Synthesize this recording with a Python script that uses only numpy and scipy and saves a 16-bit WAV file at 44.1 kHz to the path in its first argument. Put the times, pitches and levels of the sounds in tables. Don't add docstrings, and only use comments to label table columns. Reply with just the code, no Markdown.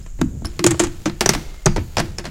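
import sys
import numpy as np
from scipy import signal
from scipy.fft import rfft, irfft
from scipy.io import wavfile
from scipy.ndimage import uniform_filter1d

SR = 44100
rng = np.random.default_rng(int(sys.argv[2]) if len(sys.argv) > 2 else 0)


def store_pcm(level_fs):
    pcm = np.round(np.clip(level_fs, -1, 1) * 32767).astype(np.int16)
    wavfile.write(sys.argv[1], SR, np.atleast_2d(pcm).T)


N = 101430

# start in seconds, levels of knock, thump, boom and snap in dB,
# snap pitch, boom centre and thump centre in Hz, crack length in seconds, knock tilt in dB per octave,
# rattle in dB relative to the crack.
BLOWS = [(0.062, -39.5, -47, -46, -42, 6700, 285, 138, 0.0031, -1.5, -6),
         (0.189, -35.5, -21, -25.5, -48, 7100, 288, 88, 0.0019, -9, -3),
         (0.214, -13.5, -9, -4.5, -30, 4700, 272.3, 174, 0.0036, -0.6, -22),
         (0.244, -65, -20, -52, -41, 6820, 245, 98, 0.0041, -0.3, -11),
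         (0.42, -27.5, -20.5, -29, -45, 7500, 296, 224, 0.0022, -15, -27),
         (0.447, -24, -17.5, -38, -48, 4630, 242, 78.6, 0.0021, -1.3, -6.5),
         (0.452, -34, -40, -27.5, -27.5, 5700, 321, 88.8, 0.0044, 7, -8),
         (0.592, -16, -22, -14, -22, 5040, 328, 157, 0.0031, -0.1, -12),
         (0.641, -7, -17, -3.5, -9.5, 6500, 334, 207, 0.0037, 1.5, -13.5),
         (0.664, -8.5, -14.5, -32, -5, 7300, 360, 133, 0.0038, 0.4, -8.5),
         (0.671, -16.5, -22, -30, -8.5, 6900, 365, 126, 0.0038, 1, -11.5),
         (0.707, -19.5, -14.5, -13, -13.5, 7640, 315, 80.7, 0.0047, 1.3, -20),
         (0.713, -19, -19, -35, -18.5, 6950, 350, 134, 0.0056, -0.3, -7),
         (0.743, -27, -42, -55, -48, 4570, 358, 221, 0.0059, -4, -15),
         (0.794, -18.5, -19.5, -26, -8, 7040, 425, 162, 0.0034, -0.2, 2),
         (0.799, -14.5, -20, -7, -19.5, 7300, 342, 221, 0.0041, 0.6, -3.5),
         (0.819, -28, -23, -15, -31, 6950, 348, 224, 0.005, -1.2, 2.5),
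         (0.835, -25, -32, -44, -20, 6920, 360, 134, 0.0053, -1.5, 2),
         (0.843, -25, -23, -19.5, -21, 6620, 336, 80.4, 0.0035, 0, -4),
         (0.869, -28, -26, -20.5, -34, 6700, 287, 132, 0.0032, 0, -11),
         (1.057, -14, -16.5, -13, -12.5, 6200, 308, 169, 0.0015, -2.9, -3.5),
         (1.096, -25.5, -20.5, -49, -30, 3760, 307, 176, 0.0043, -3, -24),
         (1.208, -9.5, -16.5, -13, -29, 4370, 358, 206, 0.0046, 1.85, -5),
         (1.259, -10.5, -12.5, -9.5, -6.5, 5850, 380, 163, 0.0044, -1.7, -9),
         (1.291, -4, -12, -7.5, 0.5, 6040, 387, 167.5, 0.0026, 1, -9.5),
         (1.335, -19.5, -23, -30, -38, 7260, 433, 154, 0.0072, 1.5, -2),
         (1.349, -16, -17.5, -17.5, -43, 3800, 282, 178, 0.004, 0, -11),
         (1.658, -18.5, -17.5, -1, -6.5, 6360, 392, 229, 0.0056, -6, -20.5),
         (1.663, -4.5, -7.5, -37, -37, 4870, 380, 152, 0.005, -3.1, -13),
         (1.762, -12, -21, -14.5, -39, 3440, 387, 227, 0.0028, -2.83, -9.5),
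         (1.767, -20.5, -23, -22, -27, 5330, 286, 82, 0.0057, -6.5, -23),
         (1.779, -18, -14.5, -19.5, -41, 3570, 279, 84, 0.0027, -6.7, -11),
         (1.969, -8.5, -21, -18, -10.5, 4500, 366, 83.4, 0.0019, -1.3, -8.5),
         (1.982, -15.5, -15, -32, -15.5, 5400, 246, 163, 0.0035, -2.4, -3),
         (1.993, -15, -23, -15.5, -11, 5200, 307, 219, 0.0018, -2.8, -8),
         (1.999, -14, -16.5, -46, -48, 5360, 313, 94, 0.0063, 0, -10),
         (2.183, -25.5, -50, -27, -17.5, 5500, 368, 81.6, 0.0039, -0.3, -9.5),
         (2.191, -32, -31, -26.5, -40, 5260, 358, 155, 0.0035, 0.3, 1.5),
         (2.241, -32.5, -32, -33, -31, 3860, 370, 95, 0.0014, -1.5, -2.5),
         (2.253, -22, -25, -53, -23, 4640, 435, 197, 0.0029, -2, -4.5),
         (2.264, -35.5, -42, -31, -46, 4840, 248, 180, 0.0031, 0.2, 2)]


def amp(db):
    return 10 ** (np.asarray(db) / 20)


def evened(x):
    return x / np.sqrt(np.mean(x ** 2) + 1e-20)


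def steadied(x):
    unit = evened(x)
    return unit / np.sqrt(uniform_filter1d(unit ** 2, size=3000) + 0.94)


def curve(points, count=1):
    s, db = np.transpose(points)[[0, count]]
    return amp(np.interp(np.arange(N) / SR, s, db))


def colour(x, points):
    f, db = np.transpose(points)
    hz = np.fft.rfftfreq(len(x), 1 / SR)
    gain = amp(np.interp(np.log(hz + 1), np.log(f + 1), db))
    return irfft(rfft(x) * gain, len(x))


def add(mix, s, sound):
    part = mix[round(s * SR):][:len(sound)]
    part += sound[:len(part)]


def band(x, hz, width_hz):
    r = np.exp(-np.pi * width_hz / SR)
    return signal.lfilter([1, 0, -1], [1, -2 * r * np.cos(2 * np.pi * hz / SR), r * r], x)


def nearness(modes, hz, reach_oct):
    return -6 * (np.log2(np.array(modes)[:, :1] / hz) / reach_oct) ** 2


def ring(modes, extra_db, phases, t, rise_s):
    hz, db, t60 = np.transpose(modes)[:, :, None]
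    tones = amp(db + extra_db - 60 * t / t60) * np.sin(2 * np.pi * (hz * t + phases))
    swell = 1 - np.exp(-t / rise_s)
    return tones.sum(0) * swell / np.sqrt(np.sum(amp(2 * (db + extra_db))) / 2)


def air(noise):
    # frequency in Hz, level in dB per Hz.
    air_colour = [(90, -10), (150, 10), (800, 0), (1500, 1.5), (5000, -6), (9000, -9), (14800, -21),
                  (16300, -18)]
    return amp(-59.5) * evened(colour(noise, air_colour))


def cicadas(noise, drift):
    # time in seconds, level in dB.
    cicada_level = [(0, -54.5), (.6, -55), (1.2, -57), (1.9, -57), (2.3, -58)]
    pitch_hz, width_hz, mean_pulses_hz = 6950, 1300, 160
    pulse_hz = mean_pulses_hz * (1 + 0.6 * evened(uniform_filter1d(drift, size=900)))
    pulses = 1 + 0.5 * np.sin(2 * np.pi * np.cumsum(pulse_hz) / SR)
    whine = band(band(noise, pitch_hz, width_hz), pitch_hz, width_hz)
    return curve(cicada_level) * evened(pulses * whine)


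def rumble_and_drone(rumble_noise, drone_noise):
    # time in seconds, rumble in dB, deck drone in dB.
    low_level = [(0.0, -32.5, -33), (0.13, -24.5, -45), (0.17, -28.5, -42), (0.28, -24, -30.5),
                 (0.36, -40, -24), (0.52, -25.5, -39.5), (0.58, -31, -33.5), (0.74, -59.5, -32),
                 (0.81, -36, -46), (0.86, -23.5, -40), (1.05, -32, -36), (1.25, -29, -38), (1.29, -20, -52),
                 (1.4, -25, -39), (1.43, -25, -36.5), (1.63, -33.5, -49), (1.67, -18, -63),
                 (1.78, -16.5, -32), (1.8, -39, -25), (1.94, -29.5, -41), (2.0, -27, -24.5),
                 (2.3, -37, -37)]
    # frequency in Hz, level in dB per Hz.
    rumble_colour = [(10, -4.5), (28, 6.5), (60, -9), (90, -16.5), (200, -46), (500, -86), (2000, -90)]
    # frequency in Hz, level in dB per Hz.
    drone_colour = [(30, -29), (70, 7.5), (110, 2.5), (200, -5.5), (330, -18), (500, -22), (2000, -72)]
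    rumble = curve(low_level) * steadied(colour(rumble_noise, rumble_colour))
    drone = curve(low_level, count=2) * steadied(colour(drone_noise, drone_colour))
    return rumble + drone


def pips():
    # start in seconds, length in seconds, level in dB, pitch in Hz.
    notes = [(1.45, .032, -51, 2121), (1.488, .03, -52, 2121), (1.525, .035, -50, 2121),
             (1.568, .042, -50, 2121), (1.628, .03, -52, 2121)]
    out = np.zeros(N)
    for s, length, db, hz in notes:
        t = np.arange(0, length, 1 / SR)
        swell = np.sqrt(abs(np.sin(np.pi * t / length)))
        add(out, s, amp(db) * swell * np.sin(2 * np.pi * hz * t))
    return out


def slide(scrape_noise, fizz_noise, roughness):
    # time in seconds, scrape in dB, treble fizz in dB.
    slide_level = [(0.0, -54, -65), (0.27, -79, -62), (0.5, -48.5, -65), (0.63, -54, -58), (0.77, -43, -69),
                   (1.04, -50, -55), (1.16, -51.5, -63), (1.27, -49, -48), (1.34, -37, -45.5),
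                   (1.48, -44.5, -66), (1.71, -55, -59), (1.85, -53.5, -54), (2.06, -43, -61),
                   (2.2, -53.5, -65), (2.3, -48, -67)]
    # frequency in Hz, level in dB per Hz.
    slide_colour = [(180, -25), (300, 1), (538, -8), (626, -6), (1120, -13), (1280, -10.5), (1760, -12.5),
                    (4570, -14), (13300, -28.5), (16300, -29)]
    fizz_hz, fizz_width_hz = 13900, 4100
    grit = amp(1.8 * evened(uniform_filter1d(roughness, size=200)))
    scrape = evened(colour(scrape_noise * grit, slide_colour))
    fizz = evened(band(colour(fizz_noise * grit, slide_colour), fizz_hz, fizz_width_hz))
    return curve(slide_level) * scrape + curve(slide_level, count=2) * fizz


def squeaks():
    # start in seconds, length in seconds, level in dB, starting pitch in Hz.
    squeak_rows = [(0.026, 0.025, -53, 5000), (0.457, 0.0049, -19, 5050), (0.4684, 0.0062, -28, 5120)]
    glide, octave_db = 0.13, -8.5
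    out = np.zeros(N)
    for s, length, db, hz in squeak_rows:
        u = np.arange(0, length, 1 / SR) / length
        turn = 2 * np.pi * np.cumsum(hz * (1 + glide * u)) / SR
        swell = np.sin(np.pi * u ** 0.31)
        add(out, s, amp(db) * swell * (np.sin(turn) + amp(octave_db) * np.sin(2 * turn)))
    return out


def frame():
    # frequency in Hz, level in dB, time to fall 60 dB in seconds.
    steel_modes = [(2121, -6, .6), (4506, -4, .9), (4900, 2, .3), (610, -3, .8), (790, 0, .12)]
    # start in seconds, level in dB, centre of the driven modes in Hz.
    strikes = [(1.21, -23, 840), (1.293, -43, 2600), (1.66, -39.5, 5340), (1.763, -50, 4400)]
    reach_oct, wobble = 0.26, 0.52
    out, t = np.zeros(N), np.arange(SR) / SR
    for s, db, hz in strikes:
        near_db = nearness(steel_modes, hz, reach_oct)
        throb = 1 + wobble * evened(uniform_filter1d(rng.standard_normal(SR), size=150))
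        phases = rng.random((len(steel_modes), 1))
        add(out, s, amp(db) * throb * ring(steel_modes, near_db, phases, t, 0.003))
    return out


def panels():
    # frequency in Hz, level in dB, time to fall 60 dB in seconds.
    thump_modes = [(59.4, 5.5, 0.12), (76.8, -11.5, 0.37), (93.4, -2, 0.17), (124.1, -0.5, 0.19),
                   (150.1, -10, 0.31), (166, -5, 0.21), (197.5, 2, 0.1), (214.6, -2, .2)]
    # frequency in Hz, level in dB, time to fall 60 dB in seconds.
    boom_modes = [(255, 0.5, .16), (293.2, 5.5, 0.088), (310.4, 0, 0.18), (320.3, 3, 0.19),
                  (346.9, 5, 0.26), (385, 16.5, 0.05), (486, -20, 0.063), (509, 12.5, 0.16)]
    thump_reach_oct, boom_reach_oct, rise_s = 0.39, 0.15, 0.005
    phase_scatter = 0.56
    out, t = np.zeros(N), np.arange(16384) / SR
    for s, _, thump_db, boom_db, _, _, boom_hz, thump_hz, *_ in BLOWS:
        for modes, db, hz, reach_oct in ((thump_modes, thump_db, thump_hz, thump_reach_oct),
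                                         (boom_modes, boom_db, boom_hz, boom_reach_oct)):
            near_db = nearness(modes, hz, reach_oct)
            phases = phase_scatter * rng.random((len(modes), 1))
            add(out, s, amp(db) * ring(modes, near_db, phases, t, rise_s))
    return out


def cracks():
    # frequency in Hz, level in dB per Hz.
    knock_colour = [(240, -12.5), (400, -0.5), (570, 2.5), (801, 0), (2180, -5), (3580, -9), (4310, -8.5),
                    (9180, -17.5), (16000, -33.5)]
    grit_db, rattle_t60 = 2, 0.074
    tail_db, tail_t60, tail_hz, tail_width_hz = -9.5, 0.18, 1670, 2250
    snap_width_hz, snap_rise_s, snap_rattle_db = 2120, 0.0025, -8.5
    out, t = np.zeros(N), np.arange(8192) / SR
    for s, knock_db, _, _, snap_db, snap_hz, _, _, length, tilt, rattle_db in BLOWS:
        a, b, c = rng.standard_normal((3, len(t)))
        burst = np.exp(-(t / length) ** 2)
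        grit = grit_db * evened(uniform_filter1d(c, size=40))
        rattle = amp(rattle_db - 60 * t / rattle_t60 + grit) * (1 - burst)
        tilted = [(f, db + tilt * np.log2(f / 1400)) for f, db in knock_colour]
        knock = evened(colour(a, tilted)) * (burst + rattle)
        dull = evened(band(colour(c, knock_colour), tail_hz, tail_width_hz))
        dull = dull * amp(rattle_db + tail_db - 60 * t / tail_t60)
        snap = evened(band(band(b, snap_hz, snap_width_hz), snap_hz, snap_width_hz))
        snap = snap * (burst + amp(snap_rattle_db) * rattle) * np.minimum(t / snap_rise_s, 1)
        onset = np.minimum(t / 0.00043, 1)
        add(out, s, amp(knock_db) * (knock + dull) * onset + amp(snap_db) * snap)
    return out


def spread(x):
    lag_s = 0.00187
    hz = np.fft.rfftfreq(len(x), 1 / SR)
    turn = np.exp(-4j * np.pi * lag_s * (np.sqrt(1000 * hz) - hz / 4))
    return irfft(rfft(x) * turn, len(x))


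def yard(x):
    # delay in seconds, level in dB.
    slope_echoes = [(.0045, -18), (.013, -23.5)]
    tail_db, tail_t60 = -20, 0.44
    t = np.arange(SR // 2) / SR
    tail = rng.standard_normal(len(t)) * amp(-60 * t / tail_t60) * np.minimum(t / 0.0067, 1)
    taps = amp(tail_db) * tail / np.linalg.norm(tail)
    taps[0] = 1
    for s, db in slope_echoes:
        taps[round(s * SR)] += amp(db)
    return signal.fftconvolve(x, taps)[:N]


def scene():
    # frequency in Hz, level of the side relative to the middle in dB.
    side_level = [(60, -50), (180, -59.5), (550, -44), (1650, -40), (4970, -37), (15000, -18.5)]
    blows = yard(spread(cracks()) + squeaks()) + panels()
    mid = blows + frame() + pips()
    scrape, rumble, hiss, whine, roughness, drift, drone, fizz = rng.standard_normal((8, N))
    mid = mid + slide(scrape, fizz, roughness) + rumble_and_drone(rumble, drone)
    mid = mid + air(hiss) + cicadas(whine, drift)
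    side = colour(np.pad(mid, (37, 0))[:N], side_level)
    return np.array([mid + side, mid - side])


def record(dry):
    ceiling, edge_hz = 1.0, 16250
    clipped = np.clip(dry, -ceiling, ceiling)
    lowpass = signal.firwin(767, edge_hz, window=("kaiser", 12), fs=SR)
    return signal.oaconvolve(clipped, lowpass[None], "same")


dry = scene()
out = record(dry)
store_pcm(out)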